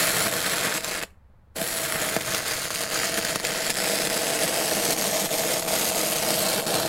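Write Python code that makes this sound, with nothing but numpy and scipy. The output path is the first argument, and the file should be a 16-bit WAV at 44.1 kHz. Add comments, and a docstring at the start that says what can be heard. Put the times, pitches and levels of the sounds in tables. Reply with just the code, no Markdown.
"""Stick welding outdoors

Steel bars between bricks on bare ground are welded a step or two away, over air and a low drone.
Dense random discharges drive fizz, crackle and a hollow roar; flutter, spits and shorts vary their level.
The arc goes out with a pop, is struck again and settles into a steady frying. Pops are short blasts with
spray and gas; echoes and scatter place arc and pops in the yard."""
import sys
import numpy as np
from scipy import signal
from scipy.fft import rfft, irfft
from scipy.io import wavfile
from scipy.ndimage import uniform_filter1d

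SR = 44100
rng = np.random.default_rng(int(sys.argv[2]) if len(sys.argv) > 2 else 0)


def log_audio(samples):
    """Write samples as a 16-bit WAV file to the path given in sys.argv[1]."""
    # one column per channel
    frames = np.atleast_2d(samples).T
    # limit to full scale, then quantise
    limited = np.clip(frames, -1, 1)
    pcm = np.round(limited * 32767).astype(np.int16)
    wavfile.write(sys.argv[1], SR, pcm)


N = 303408
TIME = np.arange(N) / SR

# Colour of the arc. Each row: frequency in Hz, relative gain in dB.
ARC_COLOUR = [(30, -51), (70, -6.5), (110, -2.5), (160, -2), (270, 1.5), (390, 2), (600, 7.5), (950, 2),
              (1900, 0.5), (3300, -4), (5000, -4.5), (8000, -7.5), (12500, -9.5), (16000, -17)]
# Hollow between bricks and ground. Each row: resonance in Hz, width in Hz, relative gain in dB.
HOLLOW_MODES = [(197, 95, 5), (322, 35, -7.5), (474, 133, -3.5), (661.5, 48, 8.5), (876, 31, 1)]


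def amp(db):
    """Decibels to gain."""
    return 10 ** (np.asarray(db) / 20)


def evened(x):
    """Scales to rms 1."""
    return x / np.sqrt(np.mean(x ** 2) + 1e-20)


def read(points, hz):
    """Reads a spectrum table on a log-frequency axis."""
    f, value = np.transpose(points)
    return np.interp(np.log(hz + 1), np.log(f + 1), value)


def curves(rows):
    """Every column of a timed table, sample by sample."""
    s, *columns = np.transpose(rows)
    return [np.interp(TIME, s, c) for c in columns]


def wander(lo_hz, hi_hz):
    """Random motion of rms 1, mostly between two rates."""
    hz = np.fft.rfftfreq(N, 1 / SR)
    weight = hz / (hz + lo_hz) / (1 + (hz / hi_hz) ** 2)
    return evened(irfft(rfft(rng.standard_normal(N)) * weight, N))


def coloured(x, points, size=4096):
    """Minimum-phase filter with the given spectrum: clicks keep their sharp fronts."""
    log_gain = np.log(amp(read(points, abs(np.fft.fftfreq(size, 1 / SR)))))
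    taps = np.fft.ifft(np.exp(np.conj(signal.hilbert(log_gain)))).real
    return signal.oaconvolve(x, taps[:size // 2])[:N]


def below(x, hz, order=3):
    """Low-pass without delay, so that bands add up again."""
    sos = signal.butter(order, hz, fs=SR, output="sos")
    return signal.sosfiltfilt(sos, x, padtype=None)


def resonate(x, hz, width_hz):
    """A resonance of gain 1 that can follow a moving frequency."""
    turn = np.exp(2j * np.pi * np.cumsum(hz * np.ones(N)) / SR)
    r = np.exp(-np.pi * width_hz / SR)
    return 2 * (turn * signal.lfilter([1 - r], [1, -r], x / turn + 1e-18)).real


def in_hollow(x):
    """Parallel resonances of the hollow between bricks and ground."""
    return sum(amp(db) * resonate(x, hz, width_hz) for hz, width_hz, db in HOLLOW_MODES)


def add(mix, s, sound):
    """Lays a sound into the mix at s seconds."""
    part = mix[max(round(s * SR), 0):][:len(sound)]
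    part += sound[:len(part)]


def chance(per_s):
    """Unit clicks at random moments."""
    return 1. * (rng.random(N) < per_s / SR)


def spells_db(rows):
    """A level that holds each row's dB for its length, with edges of a few milliseconds."""
    steps_db = sum(db * ((TIME > s) & (TIME < s + length_s)) for s, length_s, db in rows)
    return uniform_filter1d(steps_db, size=200)


def background():
    """Outdoor air as coloured noise, a drone of wavering harmonics that throbs the air, and a steady hiss."""
    # Each row: frequency in Hz, relative gain in dB.
    air_colour = [(20, -2), (45, -15), (85, -1.5), (150, -19.5), (190, -15.5), (270, -27.5), (900, -29.5),
                  (1800, -36.5), (2900, -48.5), (4200, -51), (6000, -63.5), (15000, -74.5)]
    # Each row: multiple of the throb rate, rms level in dB.
    drone_partials = [(3, -61), (4, -69.5), (5, -70.5)]
    air_db, hiss_db = -53, -83
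    throb_hz, throb_depth, waver = 23.06, 0.4, 0.017
    turn = 2 * np.pi * np.cumsum(throb_hz * (1 + waver * wander(0.41, 5.9))) / SR
    air = amp(air_db) * evened(coloured(rng.standard_normal(N), air_colour))
    throb = throb_depth * np.cos(turn) * below(air, 700)
    drone = sum(amp(db) * evened(np.sin(round(k) * turn + 2 * np.pi * rng.random()))
                for k, db in drone_partials)
    return air + throb + drone + amp(hiss_db) * rng.standard_normal(N)


def scatter(t60_s):
    """A quick spray of small reflections, energy 1; small things scatter only short waves."""
    t = np.arange(SR // 10) / SR
    hits = rng.random(len(t)) < .1
    taps = rng.standard_normal(len(t)) * hits * (t > .0005) * amp(-60 * t / t60_s)
    taps = taps - below(taps, 2200, order=2)
    return taps / np.linalg.norm(taps)


def yard(x):
    """Echoes off bricks, ground and welder, a shifting scatter around them, and a faint outdoor tail."""
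    # Nearby surfaces. Each row: delay in seconds, reflected share before the low-pass.
    surfaces = [(.0046, 0.16), (.0058, 0.15), (.0064, 0.36)]
    # Each row: frequency in Hz, decay time t60 in seconds.
    tail_decay = [(150, .3), (1000, 0.32), (4000, .22), (10500, .25), (15000, .23)]
    near_db, near_t60_s, drift_hz = -8.5, 0.074, 0.609
    tail_db, echo_hz = -21, 1500
    t = np.arange(SR // 2) / SR
    hz, frame_s, z = signal.stft(rng.standard_normal(len(t)) * (t > .012), SR, nperseg=256)
    decay = amp(-60 * frame_s / read(tail_decay, hz)[:, None])
    tail = signal.istft(z * decay, SR, nperseg=256)[1][:len(t)]
    echoes = np.zeros(len(t))
    for delay_s, share in surfaces:
        add(echoes, delay_s, np.array([share]))
    # rough surfaces mirror only the long waves
    response = below(echoes, echo_hz, order=1) + amp(tail_db) * tail / np.linalg.norm(tail)
    response[0] += 1  # direct sound
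    # the short paths change as the arc and the gloves move: two scatters in rotation
    turn = 2 * np.pi * drift_hz * TIME
    near = sum(weight * signal.oaconvolve(x, scatter(near_t60_s))[:N]
               for weight in (np.cos(turn), np.sin(turn)))
    far = signal.oaconvolve(x, response)[:N]
    return (far + amp(near_db) * near) / np.hypot(1, amp(near_db))


def pops():
    """A drop bursts: a small blast wave, a puff of spray and a thud of gas, which ring the hollow."""
    # Each row: start in seconds, blast peak in dB, pulse width in seconds, spray in dB, thud in dB;
    # levels are before the arc colour.
    bursts = [(1.0219, -15, .000083, -24, -49), (1.035, -13, 0.00016, -18.5, -33),
              (1.105, -50, .00005, -49, -70), (2.165, -2, 0.00025, -10, -23),
              (2.7048, -34, 0.00022, -14, -42), (3.399, -20, 0.000072, -15, -46),
              (3.442, -18, 0.00011, -18, -43), (5.6245, -24, .00034, -18, -36)]
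    ring_db, puff_s, thud_s, thud_hz = -6, 0.0022, 0.0051, 420
    out, t = np.zeros(N), np.arange(SR // 30) / SR
    for s, peak_db, width_s, spray_db, thud_db in bursts:
        blast = amp(peak_db) * (1 - t / width_s) * np.exp(-t / width_s)
        spray, gas = rng.standard_normal((2, len(t)))
        spray = amp(spray_db) * spray * np.exp(-t / puff_s)
        gas = evened(below(gas * np.minimum(t / .001, 1), thud_hz))
        thud = amp(thud_db) * gas * np.exp(-t / thud_s)
        add(out, s, blast + spray + thud)
    out = coloured(out, ARC_COLOUR)
    return out + amp(ring_db) * in_hollow(out)


def choke_db():
    """How far molten drops bridging the gap pull the arc down; the bridge trembles while it lasts."""
    # Large drops. Each row: start in seconds, length in seconds, mean depth in dB before band scaling.
    large_shorts = [(0.298, .021, -3), (0.786, 0.049, -7.5), (0.996, 0.034, -9), (2.176, 0.032, -7),
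                    (2.215, .044, -4), (2.392, .058, -3.5), (2.685, 0.021, -8.5), (2.844, 0.076, -5.5),
                    (3.368, 0.038, -5.5), (3.404, 0.029, -6.5), (3.72, 0.043, -5), (4.079, .019, -6),
                    (4.939, 0.036, -5.8), (5.269, 0.041, -6.5), (5.604, 0.017, -11.5), (5.628, 0.048, -6.5),
                    (5.906, .048, -4.5), (6.611, .056, -8)]
    small_per_s, small_half_length_s, small_db = 1.5, 0.024, -1
    dip_shape = np.hanning(round(2 * small_half_length_s * SR))
    small = signal.oaconvolve(chance(small_per_s), dip_shape)[:N]
    tremble = np.clip(1 + 0.6 * wander(60, 240), 0, 1.3)
    return np.minimum(spells_db(large_shorts), small_db * small) * tremble


def vigour():
    """Strength of the arc: it flutters with the molten pool, swells in flurries and flares on each spit."""
    # Each row: time of full strength in seconds, time out in seconds.
    lit_spans = [(-1, 1.038), (1.562, 8)]
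    # Uneven holding of the rod. Each row: time in seconds, signed flutter depth in dB rms.
    sputter = [(0, .8), (.7, 3.5), (1.04, 5), (1.6, -2.2), (2.1, 2.5), (2.7, 4), (3.8, 3.5), (6.88, 2.5)]
    # Harder or softer crackle. Each row: start in seconds, length in seconds, change in dB.
    flurries = [(.165, 0.11, 3.5), (.64, .035, 3.5), (.745, .035, 3), (2.01, 0.036, 2.5),
                (2.315, 0.093, 2.5), (2.475, .05, 3), (3.03, 0.028, 1.5), (3.17, 0.023, 5.5),
                (3.285, .025, 5.5), (4.415, 0.037, 3), (4.83, .1, 1.5), (5.55, 0.057, -1.5),
                (6.73, .08, 2.5)]
    # Single spits of metal, strong and faint. Each row: time in seconds, level in dB before spit_gain_db.
    timed_spits = [(.338, 3.5), (.538, 3.5), (.776, 2.5), (.845, 9), (0.931, 0), (1.616, 7.5), (1.923, 7.5),
                   (2.142, 6.5), (2.347, 10), (2.619, 5.5), (2.654, 9), (2.807, 5), (2.828, 6.5),
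                   (3.142, 6.5), (3.19, 4), (3.249, 7), (3.305, 4), (3.358, 13), (3.45, 11), (3.703, 11.5),
                   (3.898, 5), (4.02, 5.5), (4.072, 6.5), (4.436, 5), (4.852, 0), (5.569, 3.5), (6.305, 8),
                   (6.598, 4), (6.753, 7.5), (6.799, 7)]
    catch_db_per_s, surge_db = 2301, 0.79
    spit_s, spit_gain_db = 0.0016, 1.6
    small_spits_per_s, small_spit_db = 22, 3.5
    lit = sum(amp(np.clip(catch_db_per_s * (TIME - on), -120, 0)) * (TIME < off) for on, off in lit_spans)
    flutter_db = curves(sputter)[0] * wander(130, 380) + surge_db * wander(8.8, 30)
    flutter = evened(amp(flutter_db)) * amp(spells_db(flurries))
    flare = np.exp(-(np.arange(SR // 40) / SR / spit_s - 2) ** 2)
    small_spits = signal.oaconvolve(chance(small_spits_per_s), flare)[:N]
    spits = amp(small_spit_db) * np.minimum(small_spits, 1)
    for s, db in timed_spits:
        add(spits, s - 1.5 * spit_s, amp(db + spit_gain_db) * flare)
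    return np.maximum(flutter, spits) * uniform_filter1d(lit, size=60)


def discharges():
    """Tiny pressure steps of uneven size, with turbulent hiss between them."""
    per_s, spread_db, hiss_db = 6000, 2.5, -3
    size = amp(spread_db * np.minimum(rng.exponential(1, N), 3.5))
    sparks = evened(size * rng.choice([-1, 1], N) * chance(per_s))
    return evened(sparks + amp(hiss_db) * rng.standard_normal(N))


def gas_roar(gas, puffing_db, hollow_db):
    """Low band of the discharges: hot gas puffs and rings the hollow, whose upper ring opens as the rod digs in."""
    upper_hz, upper_width_hz, upper_db = 770, 110, -5
    upper_opening = np.interp(TIME, (3, 5.7), (0, 1))
    roar = below(gas, 760) + (amp(puffing_db) - 1) * below(gas, 140)
    roar += amp(hollow_db) * below(in_hollow(gas), 830)
    return roar + amp(upper_db) * upper_opening * resonate(gas, upper_hz, upper_width_hz)


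def mid_crackle(sizzle, fizz):
    """Middle band of the discharges, with a dip that drifts upward."""
    # Each row: time in seconds, frequency in Hz, depth 0-1.
    drifting_dip = [(0, 750, 0.15), (2.4, 850, 0), (3.4, 1080, 0.5), (4.6, 1260, 0.33), (5.5, 1600, 0.5),
                    (6.3, 1745, .35), (6.88, 2150, 0.8)]
    crackle = sizzle - fizz - below(sizzle, 1048)
    dip_hz, depth = curves(drifting_dip)
    return crackle - depth * resonate(crackle, dip_hz, 540)


def peaked_fizz(fizz, sheen_db):
    """Treble of the discharges: three broad peaks drift as the rod burns down and waver with its molten tip."""
    # Each row: time in seconds, strength of the low peak 0-1, low, middle and high peak in Hz.
    hiss_peaks = [(0, 0.75, 4200, 7650, 10600), (1.95, .4, 4200, 7750, 10500), (2.15, .5, 4400, 6650, 9300),
                  (3.5, 0.9, 4950, 7050, 9500), (3.8, 0.6, 5050, 7900, 10300),
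                  (4.5, 0.3, 5200, 8200, 10600), (4.85, .9, 6250, 8250, 11200), (5.4, 1, 6650, 8400, 12000),
                  (6.1, .5, 7000, 8600, 11200), (6.4, .6, 4200, 8300, 11200), (6.88, .9, 4050, 8250, 11300)]
    width_hz, waver_db, waver = 600, 2.0, 0.03
    low_share, *peaks_hz = curves(hiss_peaks)
    low, middle, high = (amp(waver_db * wander(2, 13))
                         * resonate(fizz, hz * (1 + waver * wander(2, 16)), width_hz)
                         for hz in peaks_hz)
    fizz = fizz + low_share * low + middle + high
    return fizz + (amp(sheen_db) - 1) * (fizz - below(fizz, 9100))


def arc():
    """One train of discharges, split into gas roar, crackle and fizz, each with its own level curve."""
    # Narrow peaks and notches. Each row: frequency in Hz, width in Hz, change in gain.
    sizzle_colour = [(2344, 160, -0.17), (3020, 160, -.35), (3130, 140, 0.42), (3450, 260, -0.076),
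                     (5800, 360, -0.24)]
    # Flame colour. Each row: time in seconds, hollow ring in dB, deep puffing in dB, finest fizz in dB.
    flame = [(0, -4.5, 10.5, 4.5), (1, -11.5, -3.5, -2), (1.6, 2, 3.5, 5.5), (2.1, -10, 10, 3.5),
             (2.4, -12, 7, 0), (3.2, -3, 5.5, -1), (3.9, -7.5, -9.5, -1), (5.6, -6, -12.5, 1),
             (6.3, -3, -4.5, 1), (6.88, -9, 6, 0)]
    # First arc starts strong, weakens and starves; second catches, sputters, digs in and roars. Each row:
    # time in seconds, fizz in dB, crackle and gas roar in dB over the fizz; all before the trims.
    first_burn = [(0, -24, -0.5, -5), (.24, -30.5, -2, -0.5), (.48, -29, -2, -3.5), (.68, -31, 0.5, 0.5),
                  (.88, -33, -3.7, -4), (1.04, -35, 3.5, 1.5)]
    second_burn = [(1.56, -36, -1.5, 0.5), (1.72, -31, -4.5, -6.5), (1.98, -32, 0.8, 1),
                   (2.402, -31.5, -3.5, -3), (2.72, -32.5, -4, -6), (2.95, -29, -2, -4),
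                   (3.199, -33, -2.5, -3.5), (3.52, -32, -1, -1.5), (3.88, -27, -5, -2.8),
                   (4.251, -29, -4.5, -0.3), (4.701, -27.5, -5.5, 0.1), (5.2, -28, -6.5, -1.5),
                   (5.6, -28, -4.5, 0), (5.88, -25.5, -7, -4), (6.2, -28, -6, -2.6),
                   (6.5, -26.5, -5.5, -1.8), (6.88, -31.5, -2, 4.5)]
    fizz_trim_db, crackle_trim_db, roar_trim_db, shimmer_db = 0.24, -1.0, -0.8, 1.84
    drive, choke = discharges() * vigour(), choke_db()
    # shorts cut the sizzle more deeply than the roar of the hot gas
    sizzle = coloured(drive * amp(1.37 * choke), ARC_COLOUR)
    gas = coloured(drive * amp(choke), ARC_COLOUR)
    sizzle = sizzle + sum(change * resonate(sizzle, hz, width_hz) for hz, width_hz, change in sizzle_colour)
    hollow_db, puffing_db, sheen_db = curves(flame)
    roar = gas_roar(gas, puffing_db, hollow_db)
    fizz = sizzle - below(sizzle, 2880)
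    crackle = mid_crackle(sizzle, fizz)
    fizz = peaked_fizz(fizz, sheen_db)
    level_db, crackle_db, roar_db = curves(first_burn + second_burn)
    fizz = amp(fizz_trim_db + shimmer_db * wander(30, 130)) * evened(fizz)
    crackle = amp(crackle_db + crackle_trim_db + shimmer_db * wander(30, 110)) * evened(crackle)
    roar = amp(roar_db + roar_trim_db) * evened(roar)
    return amp(level_db) * (fizz + crackle + roar)


def scene():
    """The arc and its pops in the yard, over the background."""
    return (yard(arc() + pops()) + background())[None]


def record(dry):
    """Rounds off the highest peaks, then limits the band."""
    ceiling, edge_hz = 0.39, 15900
    soft = ceiling * np.tanh(dry / ceiling)
    edge = signal.firwin(511, edge_hz, window=("kaiser", 9), fs=SR)
    return signal.oaconvolve(soft, edge[None], "same")


dry = scene()
out = record(dry)
log_audio(out)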